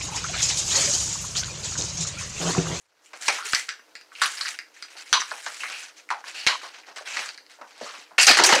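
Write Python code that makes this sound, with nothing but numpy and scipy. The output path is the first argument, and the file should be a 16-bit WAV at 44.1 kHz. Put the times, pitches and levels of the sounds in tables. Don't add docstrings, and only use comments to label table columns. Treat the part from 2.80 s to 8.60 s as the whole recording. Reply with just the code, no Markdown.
import sys
import numpy as np
from scipy import signal
from scipy.fft import rfft, irfft
from scipy.io import wavfile

SR = 44100
rng = np.random.default_rng(int(sys.argv[2]) if len(sys.argv) > 2 else 0)


def how_loud(loudness_db):
    steps = np.asarray(loudness_db, float) / 20
    return 10 ** steps


def dump_mix(stems):
    frames = np.atleast_2d(stems).T
    limited = np.clip(frames, -1, 1)
    pcm = np.round(limited * 32767).astype(np.int16)
    wavfile.write(sys.argv[1], SR, pcm)


N = 255780


def rms_one(x):
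    return x / np.sqrt(np.mean(x ** 2) + 1e-20)


def at_hz(points, hz):
    points = np.array(points)
    return np.interp(np.log(hz + 1), np.log(points[:, 0]), points[:, 1])


def coloured(x, spectrum):
    cepstrum = irfft(np.log(how_loud(at_hz(spectrum, np.linspace(0, SR / 2, 513)))))
    cepstrum[1:512] *= 2
    cepstrum[513:] = 0
    return signal.fftconvolve(x, irfft(np.exp(rfft(cepstrum))))[:len(x)]


def band(x, low_hz, high_hz):
    return signal.sosfilt(signal.butter(3, [low_hz, high_hz], "band", fs=SR, output="sos"), x)


def poles(hz, width_hz):
    r = np.exp(-np.pi * width_hz / SR)
    return (1 - r * r) / 2 * np.array([1, 0, -1]), [1, -2 * r * np.cos(2 * np.pi * hz / SR), r * r]


def drift(rate_hz):
    r = np.exp(-2 * np.pi * rate_hz / SR)
    return rms_one(signal.lfilter([1], [1, -2 * r, r * r], rng.standard_normal(N + SR))[SR:])


def echoes(patter_db):
    # (frequency [Hz], t60 [s])
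    garage = [(200, .3), (600, .28), (1200, .25), (3500, .27), (10000, .22)]
    t = np.arange(SR * 2 // 5) / SR
    uneven_db = patter_db * rng.exponential(1, len(t)) * np.exp(-t / 0.0071)
    patter = rng.standard_normal(len(t)) * how_loud(uneven_db)
    octaves_hz = 150 * 2 ** np.arange(0, 7.)
    tail = sum(band(patter, low, 2 * low) * how_loud(-60 * t / at_hz(garage, np.sqrt(2) * low))
               for low in octaves_hz)
    tail *= np.clip(t / .004 - .3, 0, 1)
    return tail / np.sqrt(np.sum(tail ** 2))


def blows(rows, crack_hz, rooms, contact_s, wood_q, crack_q, echo_db):
    # (frequency [Hz], level [dB per Hz])
    crack_colour = [(1500, -27.5), (2800, 5), (6000, -3.5), (8000, 0), (11000, -16), (16500, -43)]
    out, t = np.zeros(N + SR), np.arange(SR // 20) / SR
    for k, (s, wood_db, wood_hz, crack_db) in enumerate(rows):
        contact = 0.32 * rng.standard_normal(len(t)) * how_loud(-60 * t / contact_s)
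        contact[0] = 1
        wood = sum(gain * signal.lfilter(*poles(wood_hz * ratio, wood_hz * ratio / wood_q), contact)
                   for ratio, gain in [(.68, -.6), (1, 1), (1.6, -.2)])
        wood = signal.lfilter(*poles(.85 * wood_hz, 1.4 * wood_hz), wood)
        crack = signal.lfilter(*poles(crack_hz, crack_hz / crack_q), contact)
        crack = coloured(0.15 * contact + crack, crack_colour)
        blow = how_loud(wood_db) * wood / abs(wood).max() + how_loud(crack_db) * crack / abs(crack).max()
        wet = signal.fftconvolve(blow, rooms[k % len(rooms)])
        wet *= how_loud(echo_db) * abs(blow).max() / abs(wet).max()
        wet[:len(t)] += blow
        out[round(s * SR):][:len(wet)] += how_loud(7.0) * wet
    return out[:N]


def chatters(rows, rise_s, fall_db_per_s):
    resonance_q = 6.8
    out, t = np.zeros(N + SR), np.arange(SR // 2) / SR
    for s, length, hz, db in rows:
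        rough = np.minimum(rng.exponential(1, len(t) // 90 + 1), 2.5).repeat(90)[:len(t)]
        noise = rng.standard_normal(len(t)) * how_loud(3. * rough)
        sung = signal.lfilter(*poles(hz, 2 * hz / resonance_q), noise)
        sung = signal.lfilter(*poles(hz, hz / resonance_q), sung)
        shape = np.clip(t / rise_s, 0, 1) * how_loud(-fall_db_per_s * np.maximum(t - length, 0))
        out[round(s * SR):][:len(t)] += how_loud(db) * sung / sung[:SR // 10].std() * shape
    return out[:N]


def pressure(strokes, shudders, attack_db_per_s, release_db_per_s, dull_db, hiss_db, rest_db):
    dulling = 0.81
    blade_fall_db_per_s, mat_fall_db_per_s = 292, 237
    t = np.arange(N // 32 + 2) * 32 / SR
    power = how_loud(2 * np.array(rest_db))[:, None] + 0 * t
    for s, length, db, swell_db, bright_db in strokes:
        held_db = db - swell_db * np.clip(1 - (t - s) / length, 0, 1)
        edge_db = attack_db_per_s * np.maximum(s - t, 0) + release_db_per_s * np.maximum(t - s - length, 0)
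        tint_db = np.array([[0], [dull_db - dulling * bright_db], [bright_db]])
        power = power + how_loud(2 * (held_db - edge_db + tint_db))
    for s, blade_db, mat_db in shudders:
        age = np.maximum(t - s, 0)
        blade_db = blade_db - blade_fall_db_per_s * age
        mat_db = mat_db - mat_fall_db_per_s * age
        power = power + (t >= s) * how_loud(2 * np.array([blade_db, mat_db, blade_db + hiss_db]))
    return [np.interp(np.arange(N) / SR, t, np.sqrt(p)) for p in power]


def friction(levels, grains_per_s, spread_db, lumpy_db):
    # (frequency [Hz], level [dB per Hz])
    blade_on_mat = [(88, -65), (150, -54), (193, -30.5), (297, -24), (457, -18.5), (524, -16), (805, -11),
                    (1190, -11.5), (1500, -5), (2180, -3), (2450, -4.5), (3550, -6.5), (6640, -10.5),
                    (10000, -20), (12500, -33), (16000, -36.5)]
    blade_hz = [1535, 2550, 4400, 6000, 7600]
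    blade_q, singing = 9.5, 0.7
    sizes = how_loud(spread_db * np.minimum(rng.exponential(1, N), 5)) * rng.standard_normal(N)
    slips = rng.random(N) < grains_per_s / SR
    grains = coloured(sizes * slips * how_loud(lumpy_db * drift(45.)), blade_on_mat)
    out = 0
    for level, (low, high) in zip(levels, [(1200, 6500), (120, 1200), (6500, 16500)]):
        wander, part = drift(30.), band(grains, low, high)
        sung = sum(np.roll(wander, k * SR) * signal.lfilter(*poles(hz, hz / blade_q), part)
                   for k, hz in enumerate(blade_hz) if low < hz < high)
        out = out + level * rms_one(how_loud(lumpy_db * wander) * part + singing * sung)
    return out


def garage_air():
    # (frequency [Hz], level [dB per Hz])
    air_colour = [(59, -54), (100, -29), (389, -1.5), (481, 6.5), (570, 1), (705, 0.5), (891, -27),
                  (1170, -16), (4980, -6.5), (16000, -19.5)]
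    return how_loud(-69) * rms_one(coloured(rng.standard_normal(N), air_colour))


def hum():
    humming = signal.lfilter(*poles(305, 30), rng.standard_normal(N))
    return how_loud(-73) * rms_one(band(humming, 138.0, 700.0))


def footsteps():
    # (time [s], peak [dB])
    landings = [
        (4.1, -60),
        (4.816, -55),
        (5.016, -39),
        (5.18, -55),
        (5.321, -63),
        (5.495, -24),
        (5.599, -26.5),
        (5.47, -41),
        (5.722, -24),
    ]
    slab_hz, t60_s = 200, 0.12
    out, t = np.zeros(N + SR), np.arange(SR // 3) / SR
    for s, db in landings:
        thud = rms_one(band(rng.standard_normal(len(t)), .7 * slab_hz, 2 * slab_hz))
        out[round(s * SR):][:len(t)] += how_loud(db - 60 * t / t60_s) * np.clip(t / 0.0025, 0, 1) * thud
    return out[:N]


def crash(rooms):
    # (time [s], wood level [dB], wood pitch [Hz], crack level [dB])
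    boards = [
        (5.399, -18, 2740, -34),
        (5.492, -10.5, 2550, -5),
        (5.511, -15.5, 1770, -12),
        (5.539, -30, 1970, -26),
        (5.57, -22, 1650, -16),
        (5.588, -13.5, 1980, -26),
        (5.722, -16.5, 2950, -20),
        (5.752, -35, 855, -19),
    ]
    tins = [
        (5.412, -24, 3100, -18),
        (5.431, -38, 2540, -15),
        (5.436, -19, 2870, -21),
        (5.468, -30, 2940, -4.5),
        (5.577, -28, 2880, -18.5),
        (5.637, -35, 1850, -8),
        (5.659, -41, 781, -26),
        (5.69, -17.5, 2020, -25),
    ]
    return sum(blows(rows, crack_hz, rooms, contact_s=0.03, wood_q=16.0, crack_q=3.1, echo_db=-9.0)
               for rows, crack_hz in [(boards, 4500), (tins, 5400)])


def sliding_goods():
    # (start [s], length [s], final level [dB], swell [dB], brightness [dB])
    slides = [(5.383, .007, -16, 0, -12), (5.398, .011, -17, 0, -10), (5.412, .025, -16, 0, -4),
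              (5.44, .025, -22, 0, -4), (5.468, .045, -15, -2, -10), (5.515, .025, -18, -2, -12),
              (5.545, .022, -25, -3, -12), (5.572, .015, -15.5, 0, -8), (5.59, .012, -16, 0, -16),
              (5.605, .03, -23, 0, -15.5), (5.638, .033, -16, -1, -5), (5.674, .015, -20, 0, -8),
              (5.691, .006, -16, 0, -10), (5.7, .02, -21, 0, -12), (5.723, .008, -16.5, 0, -12),
              (5.735, .012, -20, 0, -14), (5.75, .009, -18, 0, -10), (5.762, .035, -25, -4, -14)]
    # (time [s], goods level [dB], floor level [dB])
    thumps = [
        (5.381, -24, -32),
        (5.467, -22, -20),
        (5.486, -15, -22),
        (5.571, -24, -18.5),
        (5.596, -28, -17),
        (5.638, -24, -18),
        (5.691, -30, -20),
        (5.723, -40, -14),
        (5.75, -30, -31),
        (5.774, -27, -28),
    ]
    shaken = pressure(slides, thumps, attack_db_per_s=20000., release_db_per_s=800, dull_db=-20.5,
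                      hiss_db=-14.5, rest_db=[-120, -120, -120])
    return friction(shaken, grains_per_s=9000., spread_db=1.3, lumpy_db=1.3)


def ball_shell(room):
    # (frequency [Hz], level [dB], t60 [s])
    modes = [(1650, -5, .12), (1825, -8, .14), (1980, -9, .14), (2560, -15, .15), (2790, -12, .2),
             (4250, -7, .07), (4620, -9, .12), (4780, 1, .19), (4960, -10, .12), (5620, -5, .22),
             (6010, -2, .2), (7150, -16, .14), (7880, -18, .14)]
    # (time [s], lower high modes [dB], upper high modes above them [dB], low modes above them [dB])
    strikes = [(0.7468, -36.5, 15, -27), (0.8902, -30, 0, -1), (0.9962, -57, 1, 16.5),
               (1.1528, -37.5, -20, 2.5), (1.2124, -44.5, -8, -4), (1.42, -21.5, -2.5, -24),
               (1.459, -33, -5, 3), (1.607, -34, -18, -5), (1.653, -29, -23, -15), (1.7909, -38, -12, 6),
               (2.0251, -29, -12, -8), (2.316, -51, -8, -12), (2.328, -23.5, 11.5, -14),
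               (2.4, -35.5, 8, 11.5), (4.491, -40, -11, -14), (4.543, -55, -15, -15), (4.5794, -45, -6, 4),
               (5.468, -22, -13, -10), (5.494, -10, -18, -2)]
    out, t = np.zeros(N + SR), np.arange(SR // 4) / SR
    for s, ring_db, upper_db, low_db in strikes:
        for hz, db, t60 in modes:
            group_db = low_db if hz < 3500 else upper_db if hz > 5200 else 0
            level_db = ring_db - 7 + group_db + db + 1.5 * rng.standard_normal()
            twin_hz = hz * rng.uniform(1.004, 1.018)
            pair = np.sin(2 * np.pi * hz * t) + .3 * np.sin(2 * np.pi * twin_hz * t)
            out[round(s * SR):][:len(t)] += how_loud(level_db - 60 * t / t60) * pair
    return out[:N] + how_loud(-8.5) * signal.fftconvolve(out, room)[:N]


def ball_ticks(rooms):
    # (time [s], wood level [dB], wood pitch [Hz], crack level [dB])
    ticking = [(.7335, -15.5, 1680, -17), (.748, -19.5, 2540, -12.5), (.886, -35, 1720, -65),
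               (.8905, -23.5, 1850, -23), (1.154, -36, 1810, -34.5), (1.212, -46, 1950, -42),
               (1.458, -19, 3180, -23), (1.572, -36.5, 1700, -32), (1.59, -32, 2630, -35),
               (1.61, -28.5, 1720, -25), (1.628, -36, 2150, -40), (1.651, -32, 1970, -36),
               (1.657, -25.5, 1670, -39), (1.668, -29, 1850, -31), (1.683, -28, 2000, -29),
               (1.689, -26.5, 1860, -28), (1.789, -26, 2060, -27.5), (2.025, -35, 1900, -32),
               (2.278, -60, 1950, -42), (2.418, -23, 1490, -27), (3.29, -33, 2100, -44),
               (3.441, -34, 1480, -51), (4.37, -21, 1900, -26), (4.49, -36, 2140, -29),
               (4.545, -48, 2240, -39), (4.577, -46, 2340, -36), (4.582, -40, 2060, -55),
               (4.665, -51.5, 2020, -45), (4.98, -56, 2640, -40.5), (5.382, -10.5, 2480, -26),
               (5.385, -17, 1540, -24)]
    return blows(ticking, 4620, rooms, contact_s=.004, wood_q=4., crack_q=6., echo_db=-10.)


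def hard_contacts():
    # (start [s], length [s], pitch [Hz], level [dB])
    bursts = [(.7325, .002, 1600, -17), (.748, .002, 5000, -22), (.4825, .004, 5600, -22),
              (1.418, .003, 9000, -27), (1.459, .002, 9800, -31), (1.459, .002, 3100, -25),
              (1.61, .003, 4300, -23), (1.572, .01, 4800, -36), (1.652, .01, 4700, -34),
              (2.328, .004, 4200, -19), (2.328, .004, 1300, -21), (2.402, .01, 6000, -31),
              (2.515, .004, 1500, -31), (3.306, .03, 1050, -32), (5.432, .002, 8000, -21),
              (5.468, .004, 6300, -14), (5.468, .003, 8000, -23), (5.494, .005, 700, -16),
              (5.638, .003, 8500, -22), (5.639, .01, 5000, -15), (5.417, .004, 7200, -22),
              (.64, .03, 400, -52), (2.335, .045, 1050, -26), (2.335, .04, 4200, -28),
              (3.68, .08, 1050, -33), (5.399, .012, 2500, -17), (5.398, .01, 4700, -22),
              (5.428, .003, 8500, -22)]
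    return chatters(bursts, rise_s=.0006, fall_db_per_s=1500)


def heel_knocks(rooms):
    # (time [s], wood level [dB], wood pitch [Hz], crack level [dB])
    heel = [(1.319, -42.5, 1430, -94), (1.353, -35.5, 2780, -38), (1.411, -30.5, 2420, -45),
            (1.4175, -15, 1600, -18), (1.419, -24, 1210, -37), (1.432, -24, 1740, -21),
            (.483, -21.5, 990, -48), (2.33, -24, 1115, -50), (2.516, -32, 990, -60),
            (2.666, -35.5, 900, -60), (2.836, -40, 980, -60), (1.965, -45, 1740, -51),
            (2.084, -45, 2160, -54), (2.329, -33, 3100, -12), (2.511, -40, 1560, -30.5),
            (2.515, -30.5, 1590, -39), (2.664, -27.5, 1530, -30.5), (2.834, -25, 1640, -35),
            (2.9, -36, 1310, -37), (3.304, -19.5, 1280, -30), (3.31, -40, 850, -60),
            (3.666, -20, 1700, -12.5), (3.672, -14, 3040, -27), (3.815, -40.5, 1600, -55),
            (3.948, -48, 2660, -58), (4.035, -46, 2060, -66), (4.08, -51, 1010, -56),
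            (4.184, -34, 1490, -38), (4.209, -40.5, 630, -58), (4.707, -59, 1900, -49),
            (4.738, -56, 2010, -48), (4.787, -55, 614, -78), (5.062, -37, 1170, -40)]
    return blows(heel, 4150, rooms, contact_s=.005, wood_q=4., crack_q=5., echo_db=-5.)


def flat_slaps(rooms):
    # (time [s], wood level [dB], wood pitch [Hz], crack level [dB])
    flat = [(.26, -51, 3020, -47), (.333, -39, 1590, -43), (.482, -14, 2300, -12.5), (.586, -29, 1340, -45),
            (.993, -49, 1455, -63), (2.261, -45, 2170, -53), (2.328, -14.5, 1460, -17),
            (2.403, -31, 1510, -29), (2.806, -45, 2720, -39), (3.084, -49, 1820, -46),
            (4.161, -43, 1480, -36.5), (4.366, -32, 1430, -29.5), (4.459, -36, 1630, -32),
            (4.818, -40, 890, -75), (5.012, -33.5, 610, -43), (5.316, -46, 990, -61)]
    return blows(flat, 5970, rooms[::-1], contact_s=.005, wood_q=4., crack_q=5., echo_db=-5.)


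def brief_resonances():
    # (start [s], length [s], pitch [Hz], level [dB])
    resonant_chatter = [(0.593, 0.021, 1380, -35.5), (0.635, 0.015, 1480, -44), (0.657, 0.012, 1330, -42),
                        (3.308, 0.05, 820, -38), (3.301, 0.0067, 2430, -39), (2.803, .02, 2730, -37.5),
                        (2.906, 0.098, 2640, -43.5), (3.547, 0.085, 2740, -40.5), (3.56, 0.076, 4460, -41),
                        (3.831, 0.03, 1070, -44.5), (4.273, 0.066, 2640, -43), (4.811, 0.016, 910, -45),
                        (5.06, 0.045, 1260, -45), (5.135, 0.015, 1200, -44), (5.9, 0.018, 1310, -51),
                        (5.384, 0.006, 2550, -17), (5.471, 0.024, 4540, -14), (5.637, 0.016, 5450, -38),
                        (5.69, 0.044, 815, -27.5), (5.693, .01, 1980, -26), (5.598, .015, 1370, -25),
                        (5.519, 0.026, 1930, -27), (1.418, 0.014, 1537, -24), (1.42, 0.016, 4250, -28.5),
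                        (.75, 0.0027, 1900, -30), (.484, 0.015, 2210, -24.5), (3.667, 0.01, 4600, -26),
                        (3.673, 0.0044, 1500, -25.5), (1.61, 0.0091, 4240, -32), (2.926, 0.012, 2500, -37.5),
                        (2.84, .02, 2120, -37.5), (.76, 0.023, 2000, -33), (.89, 0.028, 1600, -39.5),
                        (5.59, 0.017, 348, -25), (5.62, 0.018, 900, -25.5), (5.66, 0.042, 380, -30.5),
                        (5.73, 0.028, 523, -24), (5.76, .04, 308, -31), (5.488, 0.0085, 604, -25.5),
                        (5.655, .02, 6300, -22), (5.724, .006, 2900, -21), (5.735, 0.018, 1800, -23.5),
                        (5.412, 0.017, 4600, -24)]
    return chatters(resonant_chatter, rise_s=.003, fall_db_per_s=330)


def blade_drag():
    # (start [s], length [s], final level [dB], swell [dB], brightness [dB])
    strokes = [(.015, 0.0084, -60, -5, 0.5), (.2, 0.05, -56, 33, -1.5), (.36, 0.16, -57, -5, -1),
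               (.415, 0.058, -31.5, 8.5, -5.5), (.5, 0.08, -30.5, 0.5, -8.5), (.652, 0.14, -34, 0, -3.5),
               (1.33, 0.087, -40, 14, -7), (1.42, 0.037, -34.5, -3, -2), (1.46, 0.25, -35.5, 5, -4.5),
               (1.94, 0.11, -52, 2, -8), (2.105, 0.043, -49.5, 1, -6.5), (2.17, 0.037, -42, 2, -8),
               (2.26, 0.078, -46, 3, -6), (2.4, 0.38, -42, 1.5, -5), (2.8, 0.21, -41, -2, -6),
               (3.02, 0.049, -46, 0, -9), (3.165, 0.016, -48, 3, -8.5), (3.35, .05, -55, 7, -11),
               (3.45, 0.033, -36, 6.5, -10), (3.55, 0.098, -40.5, -1.5, -8.5),
               (3.69, 0.077, -39.5, -9, -13), (3.82, 0.059, -43.5, -1.5, -11.5),
               (3.94, 0.036, -45, 1, -16.5), (4.07, 0.025, -50.5, -2.5, -16), (4.17, 0.011, -45, -4, -5.5),
               (4.258, 0.17, -31.5, 6, -11), (4.38, 0.1, -40.5, 11, -13), (4.7, 0.025, -53.5, -3, -8),
               (4.875, .03, -53, 1, -11), (4.92, 0.085, -47.5, 9.5, -17), (5.02, 0.2, -45.5, -7, -12.5)]
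    # (time [s], blade level [dB], mat level [dB])
    shudders = [(0.334, -41.5, -41.5), (.482, -20, -24.5), (0.732, -25, -39.5), (0.748, -38, -60),
                (0.888, -36.5, -53), (1.418, -27, -37), (1.589, -53, -54), (1.66, -30, -61),
                (2.152, -72, -48), (2.33, -21, -32.5), (2.513, -54, -39), (2.663, -32, -41.5),
                (2.834, -39, -41.5), (2.898, -33.5, -40), (3.305, -36, -37.5), (3.666, -17.5, -28.5),
                (3.832, -42, -40.5), (4.081, -47, -44.5), (4.163, -35, -42.5), (4.37, -30, -34),
                (4.788, -65, -50.5), (4.812, -48, -41), (5.011, -42, -39.5), (5.309, -62, -49)]
    rolling_db = [-63.5, -64, -102]
    pushed = pressure(strokes, shudders, attack_db_per_s=1350.0, release_db_per_s=208, dull_db=-19.5,
                      hiss_db=-19.5, rest_db=rolling_db)
    return friction(pushed, grains_per_s=9000., spread_db=1.3, lumpy_db=.8)


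def scene():
    rooms = [echoes(patter_db=6.0) for spot in range(9)]
    rise = np.clip(np.arange(N) / SR / 0.31, 0, 1) ** 2
    background = (0.25 + 1.5 * rise) * garage_air() + rise * hum() + footsteps()
    goods = crash(rooms) + sliding_goods()
    ball = ball_shell(rooms[0]) + ball_ticks(rooms) + hard_contacts()
    blade = heel_knocks(rooms) + flat_slaps(rooms) + brief_resonances() + (.3 + .7 * rise) * blade_drag()
    return (background + goods + ball + blade)[None]


def jolts():
    # (time [s], level, 20 dB below the peak [dB])
    overloads = [
        (0.482, -57),
        (0.734, -44.5),
        (2.322, -57),
        (3.666, -44),
    ]
    clicks = np.zeros(N)
    clicks[[round((s + .0015) * SR) for s, db in overloads]] = how_loud(np.array(overloads)[:, 1] + 20.0)
    return signal.lfilter(np.hanning(60), 1, clicks)


def band_limit(x):
    return signal.sosfilt(signal.butter(12, 16790, fs=SR, output="sos"), x)


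def record(dry):
    x = signal.sosfilt(signal.butter(3, 200., "high", fs=SR, output="sos"), dry)
    x = x - 0.38 * signal.lfilter(*poles(3515, 233), x)
    fall_db = 270.0 * np.arange(N) / SR
    over_db = np.maximum(20 * np.log10(abs(x) + 1e-9) + 0.5, 0)
    x = x * how_loud(fall_db - np.maximum.accumulate(over_db + fall_db, axis=1))
    x = x / (1 + (x / .67) ** 8) ** (1 / 8) + jolts()
    x = x + how_loud(-93) * rms_one(band(rng.standard_normal(N), 38.0, 200.0))
    x = signal.sosfilt(signal.cheby2(10, 60, 16900, fs=SR, output="sos"), x)
    return band_limit(x)


dry = scene()
out = record(dry)
dump_mix(out)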